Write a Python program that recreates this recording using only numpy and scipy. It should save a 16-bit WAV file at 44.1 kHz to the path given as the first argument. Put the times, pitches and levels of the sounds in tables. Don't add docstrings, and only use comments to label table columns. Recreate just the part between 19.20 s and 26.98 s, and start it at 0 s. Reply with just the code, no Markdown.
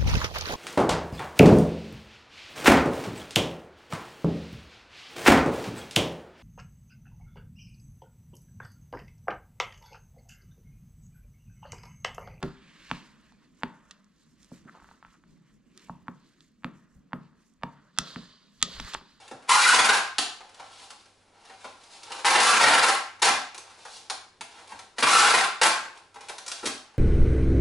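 import sys
import numpy as np
from scipy import signal
from scipy.fft import rfft, irfft
from scipy.io import wavfile
from scipy.ndimage import uniform_filter1d

SR = 44100
rng = np.random.default_rng(int(sys.argv[2]) if len(sys.argv) > 2 else 0)


def rack_gain(trim_db):
    fader = np.asarray(trim_db, float)
    return 10 ** (fader / 20)


def bounce(signal):
    frames = np.transpose(np.atleast_2d(signal))
    limited = np.clip(frames, -1, 1)
    pcm = np.round(limited * 32767).astype(np.int16)
    wavfile.write(sys.argv[1], SR, pcm)


N = 343098


def unit_rms(x):
    return x / np.sqrt(np.mean(x ** 2) + 1e-20)


def at_hz(points, hz, column=1):
    points = np.array(points)
    return np.interp(np.log(hz), np.log(points[:, 0]), points[:, column])


def colour(x, spectrum):
    hz = np.arange(1, 2050) * SR / 4096
    cepstrum = irfft(np.log(rack_gain(at_hz(spectrum, hz))))
    cepstrum[1:2048] *= 2
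    cepstrum[2049:] = 0
    kernel = irfft(np.exp(rfft(cepstrum)))[:2048]
    return signal.oaconvolve(x, kernel / np.linalg.norm(kernel))[:N]


def drift(rate_hz):
    r = np.exp(-2 * np.pi * rate_hz / SR)
    return unit_rms(signal.lfilter([1], [1, -2 * r, r * r], rng.standard_normal(N)))


def grains(per_s, spread_db):
    size_db = spread_db * np.minimum(rng.exponential(1, N), 5)
    sizes = rack_gain(size_db) * rng.choice([-1, 1], N)
    return unit_rms(sizes * (rng.random(N) < per_s / SR))


# pitch in Hz, width in Hz, level in dB.
BOTTLES = [(807.4, 71, -1), (1072, 52, -4), (1340, 45, -6.5), (1580, 142, -7), (2050, 20, -4.5),
           (2400, 34, -18)]


def bottles(x, ring_db):
    out = x
    for hz, width_hz, db in BOTTLES:
        r = np.exp(-np.pi * width_hz / SR)
        b = np.array([1, 0, -1]) * (1 - r * r) / 2
        a = [1, -2 * r * np.cos(2 * np.pi * hz / SR), r * r]
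        out = out + rack_gain(db + ring_db) * signal.lfilter(b, a, x + 1e-18)
    return out


# start in seconds, end in seconds, level in dB, slips per second in Hz, evenness in dB.
RUNS = [(0.292, 0.371, -21, 1030, 3.5), (0.369, .412, -23, 1400, 3), (.412, 0.45, -21.5, 2058, 4),
        (.45, .533, -21, 1452, 3), (0.53, 0.564, -21.5, 1000, 0), (3.0463, 3.166, -23, 1000, -0.5),
        (3.177, 3.226, -25.5, 902.4, -1.5), (3.228, 3.321, -21, 1200, 1), (3.326, 3.373, -23.5, 1340, -1),
        (3.396, 3.448, -23.5, 1104, -1.5), (3.456, 3.53, -26.5, 1000, -2), (5.864, 5.992, -22.5, 1148, 0.5),
        (5.992, 6.059, -22.5, 1337, 1), (6.058, 6.125, -25.5, 1402, 0)]
# start in seconds, length in ms, level in dB, slips per second in Hz.
JERKS = [(.588, 14.6, -19.5, 1340), (.641, 21.4, -22, 1301), (.687, 17, -20.5, 1388),
         (.729, 23.4, -24, 892.3), (.767, 10.7, -27.5, 1102), (3.533, 19.7, -19.5, 1553),
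         (3.572, 21.3, -21.5, 1543), (3.623, 25.9, -20, 1200), (3.658, 22.1, -27, 1100),
         (3.68, 20.4, -19.5, 1200), (3.722, 5.53, -26, 1000), (3.743, 8, -31, 1000),
         (6.137, 20.4, -17, 1254), (6.172, 18, -23.5, 1200), (6.199, 16.35, -30, 1103),
         (6.237, 8.75, -24, 1200)]
# start in seconds, length in ms, level in dB.
CREEPS = [
    (.276, 16.8, -48),
    (.284, 7.9, -34),
    (3.037, 5, -48),
    (3.993, 6.84, -49.5),
    (5.49, 29, -55),
    (5.762, 18.85, -57),
    (7.428, 24, -47),
]
# start in seconds, length in ms, level in dB, slips per second in Hz, film against crackle in dB.
TUGS = [
    (4.0189, 13.1, -16.5, 900, -3),
    (4.038, 21.8, -19, 1000, -1.5),
    (4.066, 26, -22, 749, 2),
    (5.783, 9.85, -31.5, 1000, 2),
    (5.798, 12.16, -31.5, 1000, -7),
    (5.825, 15.2, -16.5, 1097, 2.5),
    (6.4143, 10, -16.5, 902, -1.5),
    (6.431, 5, -9, 902, -8),
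    (6.446, 25.8, -21, 899, -0.5),
    (7.455, 17.7, -29, 520, -5.5),
]
RUN_BUZZ_DB, RUN_RASP_DB, EVEN_SILENCES_RASP = -4.5, -2, 2.65
JERK_BUZZ_DB, JERK_RASP_DB = -6.5, -0.37
CREEP_HZ = 1000


def peel_rows():
    rows = []
    for start, end, db, hz, even_db in RUNS:
        buzz_db = db + RUN_BUZZ_DB + even_db
        rasp_db = db + RUN_RASP_DB - EVEN_SILENCES_RASP * even_db
        rows.append((start, end, db, buzz_db, hz, rasp_db))
    short = [row + (CREEP_HZ, 0) for row in CREEPS] + [row + (0,) for row in JERKS] + TUGS
    for start, ms, db, hz, film_db in short:
        film = db + film_db
        rows.append((start, start + ms / 1000, db, film + JERK_BUZZ_DB, hz, film + JERK_RASP_DB))
    return rows


# frequency in Hz, level in dB per Hz.
CRACKLE = [(100, -68), (500, -37.5), (1200, -19.5), (2200, -5.5), (4500, -5.5), (7000, -8.5), (11000, -11)]
# frequency in Hz, level in dB per Hz.
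BUZZ = [(80, -71), (300, -37), (700, 1), (1000, -2), (1600, -5), (2500, -14), (4000, -14.5), (11000, -36)]
# frequency in Hz, level in dB per Hz.
RASP = [(40, -38), (120, -18.5), (300, -10), (600, -5), (900, -2), (1600, -3), (2500, -4), (5000, -14),
        (11000, -47.5)]


def peeling():
    t = np.arange(N) / SR
    levels = np.zeros((3, N))
    slip_hz = np.full(N, 1000.)
    for start, end, crackle_db, buzz_db, hz, rasp_db in peel_rows():
        near = slice(round(start * SR) - 100, round(end * SR) + 100)
        inside = np.minimum(t[near] - start, end - t[near])
        gate = np.clip(inside / 0.00093 + .5, 0, 1)
        levels[:, near] += gate * rack_gain(np.array([[crackle_db], [buzz_db], [rasp_db]]))
        slip_hz[round(start * SR):round(end * SR)] = hz
    unsteady = rack_gain(.7 * drift(30) + .8 * drift(300))
    turns = np.cumsum(slip_hz * unsteady / SR)
    jerks = np.diff(np.floor(turns), prepend=0)
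    even = unit_rms(jerks - uniform_filter1d(jerks, size=120))
    uneven = unit_rms(jerks * rng.standard_normal(N))
    threads = unit_rms(grains(8000, 3.3) * (.4 + np.cos(np.pi * turns) ** 2))
    crackle, buzz, rasp = levels * rack_gain(2.2 * drift(50) + 1.8 * drift(130))
    film = colour(buzz * even, BUZZ) + colour(rasp * uneven, RASP)
    return colour(crackle * threads, CRACKLE) + bottles(film, ring_db=7.5)


# time in seconds, peak in dB, dull part in dB, length in ms, brightest frequency in Hz.
CRACKS = [
    (0.9834, -4, -23, 1.944, 3260),
    (4.8992, -14.5, -39, 6, 2800),
    (5.2097, -22, -39.5, 3.3, 1990),
]
# time in seconds, peak in dB, brightest frequency in Hz.
TICKS = [(0.0795, -34.5, 2400), (.225, -45, 2200), (1.2928, -43, 2900), (1.345, -39, 4100),
         (1.7045, -29, 2920), (1.8568, -46.5, 3400), (2.2523, -41.5, 3900), (2.41, -48, 2400),
         (2.6364, -41, 4300), (2.833, -30, 3900), (2.9196, -21.5, 2667), (4.346, -27.5, 2400),
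         (4.379, -26.5, 6000), (4.6519, -36, 2300), (5.4754, -37, 2400), (5.5913, -29.5, 1800),
         (5.7835, -27, 3000), (6.7746, -37.5, 2394), (6.9438, -38, 1990), (7.0085, -32, 2400),
         (7.0857, -24.5, 2100), (7.0951, -23.5, 2070), (7.1826, -25.5, 3400), (7.2639, -26, 6000),
         (7.2803, -20, 7300), (7.2998, -31, 2700), (7.317, -18, 4200)]
TICK_MS, TICK_DULL_DB, DULL_FOLLOWS = 3.16, -34, .55
# time in seconds, dull part in dB.
DENTS = [(0.1114, -41.5), (1.2054, -48), (1.397, -43), (2.297, -46.5), (2.4436, -39), (2.902, -39),
         (5.5181, -41.5), (6.6498, -41), (6.9582, -44.5), (4.6517, -46), (7.0961, -44.5), (7.43, -42),
         (7.462, -34), (7.739, -58), (7.7572, -65)]
DENT_MS, DENT_SHARP_DB, DENT_HZ = 4.6, 3, 2800


def snap_rows():
    ticks = [(s, db, TICK_DULL_DB + DULL_FOLLOWS * db, TICK_MS, hz) for s, db, hz in TICKS]
    dents = [(s, db + DENT_SHARP_DB, db, DENT_MS, DENT_HZ) for s, db in DENTS]
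    return ticks + dents + CRACKS


# frequency in Hz, level in dB per Hz.
SNAP = [(80, -50), (600, -33), (1200, -4), (2000, -8), (3200, -5.5), (5500, -5.5), (11000, -10)]
# frequency in Hz, level in dB per Hz.
THUD = [(60, -20), (150, -13.5), (350, -4), (800, 2.5), (1300, -2), (2500, -8.5), (11000, -26.5)]


def snaps():
    sharp, dull = np.zeros(N + 4000), np.zeros(N + 4000)
    run = np.arange(4000) / SR
    cracks, knocks = grains(12000, 3.1), rng.standard_normal(N + 4000)
    for s, peak_db, dull_db, length_ms, hz in snap_rows():
        i = round(s * SR)
        fading = np.exp(-run * 1000 / max(length_ms, .2))
        burst = .065 * np.resize(cracks[i:], 4000) * fading
        burst[0] = 1
        panel = signal.lfilter(*signal.iirpeak(hz, 1.5, SR), burst)
        sharp[i:i + 4000] += rack_gain(peak_db + 5.0) * (burst + 0.94 * panel)
        slow_fading = fading[30:] ** 0.42
        dull[i + 30:i + 4000] += rack_gain(dull_db - 1.5) * knocks[i:i + 3970] * slow_fading
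    return colour(sharp[:N], SNAP) + bottles(colour(dull[:N], THUD), ring_db=5.5)


# time in seconds, peak in dB, pitch in Hz.
BUMPS = [(0.114, -35.5, 266), (2.448, -47, 260), (4.1, -26.5, 272), (5.202, -45.5, 256),
         (5.524, -46.5, 226.3), (5.789, -32.5, 260.8), (5.827, -19.5, 274.1), (6.15, -33, 162.1),
         (6.419, -57, 174), (6.469, -33, 255.7), (7.088, -59, 266), (7.431, -29, 330),
         (7.456, -25.5, 268.2), (0.989, -29, 401), (7.44, -28, 478.7), (7.47, -27, 402),
         (2.904, -40, 901.6)]
# time in seconds, peak in dB, pitch in Hz.
BOOMS = [
    (0.122, -48, 132),
    (5.544, -48, 93),
    (5.859, -40, 148.2),
    (6.484, -51, 147.7),
    (7.474, -50, 75.5),
]


def bumps():
    out, run = np.zeros(N + 4000), np.arange(4000) / SR
    for s, peak_db, hz in BUMPS + BOOMS:
        swell = run * hz / 0.72
        shape = swell * np.exp(-swell)
        out[round(s * SR):][:4000] += rack_gain(peak_db + 2) * shape * np.sin(2 * np.pi * hz * run)
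    return out[:N]


# loudest moment in seconds, rise in seconds, fall in seconds, level in dB, brightness in dB.
STROKES = [(0.0, .05, 0.098, -48, -1.5), (.26, 0.11, 0.026, -57, -7.5), (1.42, 0.27, .15, -53.5, -3),
           (1.6, 0.12, 0.14, -48, 0.7), (1.78, 0.089, 0.17, -66.5, 5), (2.149, 0.197, .1, -67, -6.5),
           (2.256, 0.074, 0.15, -51.5, -3), (2.42, 0.048, 0.17, -49.5, -1), (2.754, 0.1, 0.05, -47, 1.5),
           (2.97, .13, 0.097, -39.5, -2), (4.36, 0.01994, 0.05, -54, -3), (4.52, .2, 0.24, -53, -4),
           (4.74, 0.13, 0.097, -48.5, 5.5), (4.88, .04, 0.017, -67, -11), (5.311, 0.031, .1, -54, .4),
           (5.382, 0.053, 0.071, -49, -4.5), (5.56, 0.12, 0.13, -51, -1.5),
           (6.755, .02, 0.058, -50.5, -3.5), (6.87, 0.11, 0.099, -79, -4), (7.03, 0.079, .2, -51, -2.5),
           (7.25, 0.17, 0.0992, -63, -2.5), (7.37, .1, 0.0988, -46.5, 1), (7.51, 0.0596, 0.041, -44.5, 6),
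           (7.68, 0.075, .15, -67, -10)]
STROKE_EDGE_DB = 13.5
HISS_DB, HISS_FOLLOWS = -2.5, .2
# frequency in Hz, level in dB per Hz.
HISS = [(710, -67), (1200, -13.5), (1720, -29), (2090, -2.5), (3150, 0), (3890, -8), (11000, -26),
        (14300, -45)]
# frequency in Hz, level in dB per Hz.
SWISH = [(2000, -28.5), (3500, -7.5), (4200, -5.5), (6000, -10), (8000, -13), (11000, -16.5)]


def rubbing():
    t, levels = np.arange(N) / SR, np.zeros((3, N))
    for s, rise, fall, db, bright_db in STROKES:
        shape = rack_gain(db - STROKE_EDGE_DB * np.maximum((s - t) / rise, (t - s) / fall))
        levels += shape * rack_gain(np.array([[HISS_DB + HISS_FOLLOWS * bright_db], [-bright_db], [bright_db]]))
    hiss, hollow, swish = levels * rack_gain(np.array([[-12], [-14], [-10]]) + 1.8 * drift(23))
    bright = colour(hiss * grains(3300, 5.0), HISS) + colour(swish * grains(9000, 2.0), SWISH)
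    return bright + bottles(colour(hollow * grains(1500, 1.9), THUD), ring_db=7.0)


# delay in ms, left level in dB, right level in dB.
ECHOES = [(2.2, 1, -2.5), (4.4, -2.5, 1), (5.3, -3, -9), (8.4, -4, -1.5), (13.5, -11, -7)]
# frequency in Hz, time to fall by 60 dB in seconds, likeness of left and right from 0 to 1.
TAIL = [(40, .55, .9), (100, 0.31, 1), (250, 0.42, 1), (597, 0.39, 0.82), (1200, 0.51, 0.74),
        (2700, 0.47, 0.39), (6000, 0.44, 0.71), (10500, 0.32, 0.58)]
TAIL_DB = 2.6


def room(x):
    t, places = np.arange(36000) / SR, 2
    edges = 60 * 2 ** np.arange(0, 8.1, .5)
    tails = np.zeros((2, places, len(t)))
    white = rng.standard_normal((2, 2, places, len(t)))
    for k, (low, high) in enumerate(zip(edges, edges[1:])):
        band = signal.butter(2, [low, high], "band", fs=SR, output="sos")
        mid, side = signal.sosfilt(band, white[k % 2])
        hz = np.sqrt(low * high)
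        t60 = at_hz(TAIL, hz)
        alike = np.clip(at_hz(TAIL, hz, column=2), 0, 1)
        dying = rack_gain(TAIL_DB - 60 * t / t60) / np.sqrt(t60 * SR / (2 * np.log(1000)))
        tails += dying * (np.sqrt(1 + alike) * mid + np.sqrt(1 - alike) * side * [[[1]], [[-1]]])
    tails *= 1 - np.exp(-(t / .008) ** 2)
    shares = np.array([drift(3) for _ in range(places)])
    shares /= np.linalg.norm(shares, axis=0)
    out = x + signal.fftconvolve((x * shares)[None], tails, axes=2)[:, :, :N].sum(axis=1)
    for delay_ms, left_db, right_db in ECHOES:
        lag = delay_ms * SR / 1000 * (1 + .03 * drift(1.5))
        echo = x[np.clip(np.arange(N) - lag.astype(int), 0, N - 1)]
        out += rack_gain(np.array([[left_db], [right_db]])) * echo
    return out


# frequency in Hz, level in dB per Hz.
AIR = [(25, -2), (60, -3), (150, -6.5), (400, -4.5), (850, -9), (1500, -13.5), (4000, -18), (11000, -26)]
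AIR_DB = -65
# pitch in Hz, level in dB.
MOTOR = [(97, -73), (99, -74)]


def background():
    t = np.arange(N) / SR
    mid, side = (colour(rng.standard_normal(N), AIR) for _ in range(2))
    hum = sum(rack_gain(db) * np.sin(2 * np.pi * hz * t + 2.3) for hz, db in MOTOR)
    return rack_gain(AIR_DB + 1.5) * (mid + .25 * side * [[1], [-1]]) + hum


def scene():
    table = rack_gain(-5.0) * peeling() + snaps() + bumps() + rubbing()
    balance = rack_gain(np.array([[.3], [-.3]]))
    return room(table) * balance + background()


def gain_control(x, knee_db, share, release_db_per_s):
    level_db = 10 * np.log10(uniform_filter1d(np.mean(x ** 2, axis=0), size=130) + 1e-12)
    ramp = release_db_per_s * np.arange(N) / SR
    held_db = np.maximum.accumulate(level_db + ramp) - ramp
    gain_db = -np.clip(share, 0, .8) * np.maximum(held_db - knee_db, 0)
    return x * rack_gain(uniform_filter1d(gain_db, size=130))


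def low_pass(x):
    return signal.sosfilt(signal.butter(12, 12380, fs=SR, output="sos"), x)


NOTCH_HZ, NOTCH_WIDTH_HZ = 3168, 69
LOW_CUT_HZ, LOW_CUT_SHARE = 137, 0.38
CUTOFF_HZ = 11050


def record(dry):
    x = gain_control(dry, knee_db=-21.5, share=0.28, release_db_per_s=147)
    x = .7 * np.tanh(x / .7)
    x = x - LOW_CUT_SHARE * signal.lfilter(*signal.butter(1, LOW_CUT_HZ, fs=SR), x)
    x = signal.lfilter(*signal.iirnotch(NOTCH_HZ, NOTCH_HZ / NOTCH_WIDTH_HZ, SR), x)
    x = signal.sosfilt(signal.ellip(10, .5, 44, CUTOFF_HZ, fs=SR, output="sos"), x)
    return low_pass(x)


dry = scene()
out = record(dry)
bounce(out)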